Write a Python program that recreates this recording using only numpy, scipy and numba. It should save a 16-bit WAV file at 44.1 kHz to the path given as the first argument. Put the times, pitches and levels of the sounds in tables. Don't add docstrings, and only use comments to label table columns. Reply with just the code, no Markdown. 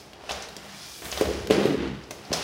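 import sys
import numpy as np
from scipy import signal
from scipy.fft import rfft, irfft
from scipy.io import wavfile
from scipy.ndimage import uniform_filter1d
from numba import njit

SR = 44100
rng = np.random.default_rng(int(sys.argv[2]) if len(sys.argv) > 2 else 0)


def store_pcm(level_fs):
    pcm = np.round(np.clip(level_fs, -1, 1) * 32767).astype(np.int16)
    wavfile.write(sys.argv[1], SR, np.atleast_2d(pcm).T)


N = 107427
T = np.arange(N) / SR


def undb(db):
    return 10 ** (np.asarray(db) / 20)


def unit(x):
    return x / np.sqrt(np.mean(x ** 2))


def curve(table, col):
    points = np.array(table, float)
    return np.interp(T, points[:, 0], points[:, col])


def wander(rate_hz):
    hold = int(SR / rate_hz)
    steps = np.repeat(rng.standard_normal(N // hold + 1), hold)
    return unit(uniform_filter1d(uniform_filter1d(steps, hold), hold)[:N])


def colour(x, spectrum):
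    hz, db = np.array(spectrum, float).T
    bins_hz = np.fft.rfftfreq(N, 1 / SR)
    eq_db = np.interp(np.log(bins_hz + 1), np.log(hz), db, left=-70, right=db[-1] - 12)
    return unit(irfft(rfft(x) * undb(eq_db), N))


@njit
def resonance(x, hz, width_hz):
    out, band_state, low_state = np.empty(len(x)), 0., 0.
    for i in range(len(x)):
        tuning, damping = np.tan(np.pi * hz[i] / SR), width_hz / hz[i]
        passed = (band_state + tuning * (x[i] - low_state)) / (1 + tuning * (tuning + damping))
        band_state = 2 * passed - band_state
        low_state += 2 * tuning * passed
        out[i] = damping * passed
    return out


def band(x, hz, width_hz):
    hz = np.ones(N) * hz
    return resonance(resonance(x, hz, float(width_hz)), hz, 0.91 * width_hz)


def ring(blows, modes):
    t = np.arange(SR // 2) / SR
    response = sum(undb(db) * np.sin(2 * np.pi * hz * t) * 1000. 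** (-t / t60) for hz, db, t60 in modes)
    return signal.fftconvolve(blows, response / np.abs(response).max())[:N]


def motors():
    # time_s, rasp_db, whine_db, hiss_db, rattle_db
    levels = [(0, -55, -53, -61.5, -58.5), (.18, -55.5, -65, -76, -52.5), (.288, -46.5, -51, -66, -50.5),
              (.3, -39, -43, -53, -37), (.42, -42.5, -47.5, -65, -46.5), (.52, -49, -56, -63, -49),
              (.6, -49, -53.5, -63, -49.5), (.7, -47.5, -51, -59, -51), (.83, -49, -44.5, -55, -56.5),
              (.97, -52.5, -45, -48.5, -59), (1.015, -53, -48, -49.5, -62),
              (1.05, -42.5, -50.5, -42.5, -48), (1.12, -43.5, -46, -46, -50.5),
              (1.2, -37, -41.5, -42.5, -44), (1.29, -40, -43.5, -53, -47), (1.44, -44, -48.5, -63, -47),
              (1.498, -52, -55, -63.5, -52), (1.515, -30.5, -36.5, -58, -45), (1.67, -35, -48, -54, -36.5),
              (1.74, -39, -51.5, -59, -50.5), (1.87, -39.5, -75, -77, -48.5), (1.94, -47.5, -64, -72, -54),
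              (2.1, -53, -62, -70, -60), (2.115, -54.5, -53, -61, -52), (2.29, -48.5, -56, -65, -49),
              (2.325, -39.5, -57, -58, -49), (2.335, -36.5, -34, -44, -30.5),
              (2.436, -39.5, -40, -56, -42.5)]
    # freq_hz, gain_db
    rasp = [(700, -1.5), (1100, 4), (1500, 4), (2000, 3.5), (2380, 0.5), (2800, 3), (3300, -1.5),
            (3800, -2), (5000, -7.5), (7000, -17.5), (12000, -32)]
    whine = [(2000, -19), (3300, -3.5), (4000, -2.5), (4500, -0.5), (5150, -0.5), (5800, -1), (6500, -4.5),
             (7500, -10.5), (11000, -12)]
    hiss = [(3000, -33), (6000, 10), (8000, 10), (11000, 8), (16000, 6)]
    rattle = [(350, -7), (560, 1.5), (650, 5.5), (790, 4), (950, -1), (1300, -8), (2000, -22)]
    # centre_hz, width_hz, level_db
    case_modes = [(2376, 180, -11), (3295, 440, -13.5), (5120, 320, -10.5)]
    ticks_per_s, flicker_db, case_waver = 9000, 0.5, 0.014
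    whirr = cases = 0
    for col, spectrum in enumerate((rasp, whine, hiss, rattle), 1):
        ticks = (rng.random(N) < ticks_per_s / SR) * rng.standard_normal(N)
        whirr += colour(ticks, spectrum) * undb(curve(levels, col) + flicker_db * wander(rate_hz=39.6))
    for hz, width_hz, db in case_modes:
        wavering_hz = hz * (1 + case_waver * wander(rate_hz=5.96))
        cases += undb(db) * unit(band(ticks, wavering_hz, width_hz))
    return whirr + cases * undb(curve(levels, 2))


def judder():
    # time_s, boom_db, boom_hz, hum_db, overtones_db
    shake = [(0.0, -49.5, 407, -69, -63), (0.12, -61, 316, -74, -54.5), (0.25, -53.5, 423, -72, -70),
             (0.32, -46, 467, -47, -51), (0.47, -50, 415, -55, -63.5), (0.74, -59, 290, -74, -51.5),
             (0.97, -56.5, 380, -82, -80), (1.06, -46.5, 290, -42, -47), (1.1, -48, 454, -48.5, -56),
             (1.17, -45, 422, -43.5, -49), (1.2, -37.5, 420, -48, -50), (1.28, -27.5, 463, -31, -33.5),
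             (1.32, -34, 450, -45, -44), (1.36, -34.5, 357, -35.5, -43), (1.43, -38, 380, -33, -50),
             (1.52, -39, 427, -51, -31), (1.56, -25.5, 358, -51, -32), (1.67, -29, 386, -56, -29),
             (1.72, -25, 298, -55, -27), (1.76, -33, 333, -37, -35), (1.8, -31, 278, -39.5, -36),
             (1.86, -32, 315, -42, -39), (1.95, -41, 241, -47.5, -37.5), (2.07, -47.5, 277, -55.5, -54),
             (2.13, -45, 374, -61, -55), (2.27, -55, 368, -70, -51), (2.3, -41.5, 370, -49, -61),
             (2.37, -48, 407, -55, -33.5), (2.41, -29.5, 326, -39, -45), (2.44, -50, 403, -46, -34)]
    # centre_hz, width_hz, level_db
    overtone_bands = [(134.5, 12, -7), (199.4, 10.6, 0.5), (162, 40, -2)]
    judder_hz, jitter, scatter_db, roughness = 67.3, .035, 1.5, 1.1
    cycles = np.cumsum(judder_hz * (1 + jitter * wander(rate_hz=25)) / SR)
    size = undb(scatter_db * rng.standard_normal(1000))[cycles.astype(int)]
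    jolts = unit(np.diff(np.floor(cycles), prepend=0) * size)
    drive = jolts + roughness * rng.standard_normal(N)
    boom = band(drive, curve(shake, 2), width_hz=228)
    hum = band(drive, judder_hz, width_hz=38)
    overtones = sum(undb(db) * unit(band(drive, hz, width)) for hz, width, db in overtone_bands)
    return sum(unit(x) * undb(curve(shake, col)) for x, col in ((boom, 1), (hum, 3), (overtones, 4)))


def room_tone():
    # freq_hz, gain_db
    hush = [(24, -36), (40, 1), (167, 2.5), (503, -8), (790, -6), (918, -6.5), (1020, -19), (5310, -23.5),
            (16000, -46)]
    return undb(-53) * colour(rng.standard_normal(N), hush)


def joint_clacks():
    # start_s, level_db, centre_hz, splash_db, ring_db, t60_s
    hits = [(.1320, -32.5, 3420, -7, -5, 0.027), (.2380, -41, 2960, -28, 10, .05),
            (.2928, -20, 2700, -16, -4, .05), (.3095, -19.5, 3600, -32, -1.5, 0.023),
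            (.3170, -24.5, 5940, -32, -2, 0.052), (.4225, -28, 5300, -9.5, -20, 0.063),
            (.4860, -32, 3960, -1.5, -10, 0.032), (0.5653, -27, 5600, -2, -28, 0.03),
            (1.0200, -33.5, 990, -10, 1, 0.084), (1.0528, -31.5, 3570, -4, -13, .05),
            (1.1158, -21.5, 5370, -18.5, -21.5, 0.028), (1.1254, -17, 3020, -24, -8, 0.033),
            (1.1745, -20, 3600, -19, -1, 0.036), (1.2108, -23, 4700, 5, 8.5, 0.023),
            (1.2205, -30, 6500, -22, -13, 0.045), (1.2545, -27, 1660, -10, -19, 0.056),
            (1.3345, -31, 4930, -12, -12.5, .04), (1.4715, -39.5, 3050, 17.5, 1, 0.019),
            (1.5005, -24.5, 1990, -5, -3, 0.036), (1.5072, -17, 2570, -4.5, 4, 0.036),
            (1.5225, -22, 3160, -6, 5.5, 0.031), (1.6325, -21, 2450, -33, -18, 0.018),
            (1.6555, -32, 4420, 1, 4, .03), (1.6660, -35.5, 11900, 0, -22, 0.018),
            (2.0370, -38.5, 4630, -31, 0, 0.041), (2.1080, -30, 6040, 5.5, 4.5, 0.043),
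            (2.2515, -39, 4650, -17, -19, 0.04), (2.3170, -26, 3500, -18, 5, 0.021),
            (2.3288, -12.5, 4550, -10.5, -17, 0.056), (2.3335, -26, 4940, -6, 6, 0.034),
            (2.4290, -47.5, 2000, 0, 8, .05)]
    # freq_hz, gain_db
    splash_eq = [(600, 0), (1500, 4), (4000, 2), (8000, -3.5), (16000, -10.5)]
    # pitch_hz, level_db, t60_s
    shell_modes = [(614, 7, 0.055), (733.6, 9.5, 0.037), (1037.6, 5.5, 0.027), (1546, -9, 0.048)]
    attack_s = .0007
    grit_env, splash_env, blows = np.zeros((3, N))
    grit_hz = np.full(N, 3000.)
    for start_s, level_db, centre_hz, splash_db, ring_db, t60_s in hits:
        start, age_s = int(start_s * SR), np.maximum(T - start_s, 0)
        burst = np.minimum(age_s / attack_s, 1) * undb(level_db) * 1000. ** (-age_s / t60_s) / 2
        grit_env += burst
        splash_env += burst * undb(splash_db)
        grit_hz[start:] = centre_hz
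        blows[start] = undb(level_db + ring_db)
    grit = unit(band(rng.standard_normal(N), grit_hz, width_hz=2480))
    splash = colour(rng.standard_normal(N), splash_eq)
    return grit_env * grit + splash_env * splash + ring(blows, shell_modes)


def body_thumps():
    # start_s, force_db, contact_ms
    landings = [(.5660, -33.5, 2.3), (1.0480, -42, 3.2), (1.2110, -7, 2.2), (1.2209, -14.5, 1.23),
                (1.2530, -17.5, 2.35), (1.2810, -33, 2.4), (1.3000, -21, 1.3), (1.3110, -21, 2.5),
                (1.3610, -27, 1.7), (1.5003, -9, 2.22), (1.5072, -3.5, 2.24), (1.516, -13, 3.3),
                (1.5550, -16, 1.4), (1.5800, -12, 3.26), (1.5970, -14, 3.1), (1.6110, -19, 1.5),
                (1.6540, -5, 2.3), (1.686, -30, 2), (1.707, -17, 3.5), (1.7436, -10.5, 3.0),
                (1.803, -12, 4.27), (1.831, -17.5, 2.86), (1.91, -22.5, 7.4), (2.1064, -24.5, 4.1),
                (2.3055, -13, 5.1), (2.3186, -16, 1.55)]
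    # pitch_hz, level_db, t60_s
    body_modes = [(201.4, -23, 0.22), (283, -6.5, 0.087), (378, 6.5, 0.035), (428, 5.5, 0.055),
                  (529, 3, 0.073), (640, -15, 0.042), (760, -33, 0.035)]
    boost_db = 3
    force = np.zeros(N + SR)
    for start_s, force_db, contact_ms in landings:
        start, length = int(start_s * SR), int(contact_ms * SR / 1000)
        push = np.sin(2 * np.pi * np.arange(length) / length)
        force[start:start + length] -= undb(force_db + boost_db) * push / np.abs(push).sum()
    return ring(force[:N], body_modes)


@njit
def wall_echoes(x, t60_s, damping):
    lags = np.array([431, 587, 701, 859, 1013, 1201, 1409, 1657])
    gain = 1000. ** (-lags / SR / t60_s)
    lines, dulled, out = np.zeros((8, 4096)), np.zeros(8), np.zeros(len(x))
    for i in range(len(x)):
        for k in range(8):
            dulled[k] += (1 - damping) * (gain[k] * lines[k, (i - lags[k]) & 4095] - dulled[k])
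            out[i] += dulled[k] * (1 - 2 * (k % 2))
        crossfeed = dulled.sum() / 4
        for k in range(8):
            lines[k, i & 4095] = x[i] + dulled[k] - crossfeed
    return out


def scene():
    knocks = joint_clacks() + body_thumps()
    room = undb(-14.5) * wall_echoes(knocks + 1e-18, t60_s=.5, damping=.22)
    return (knocks + room + motors() + judder() + room_tone())[None]


def record(dry):
    low_cut_hz, high_cut_hz = 45, 15800
    thinned = signal.sosfilt(signal.butter(3, low_cut_hz, "high", fs=SR, output="sos"), dry)
    return signal.sosfilt(signal.ellip(12, .2, 70, high_cut_hz, fs=SR, output="sos"), thinned)


dry = scene()
out = record(dry)
store_pcm(out)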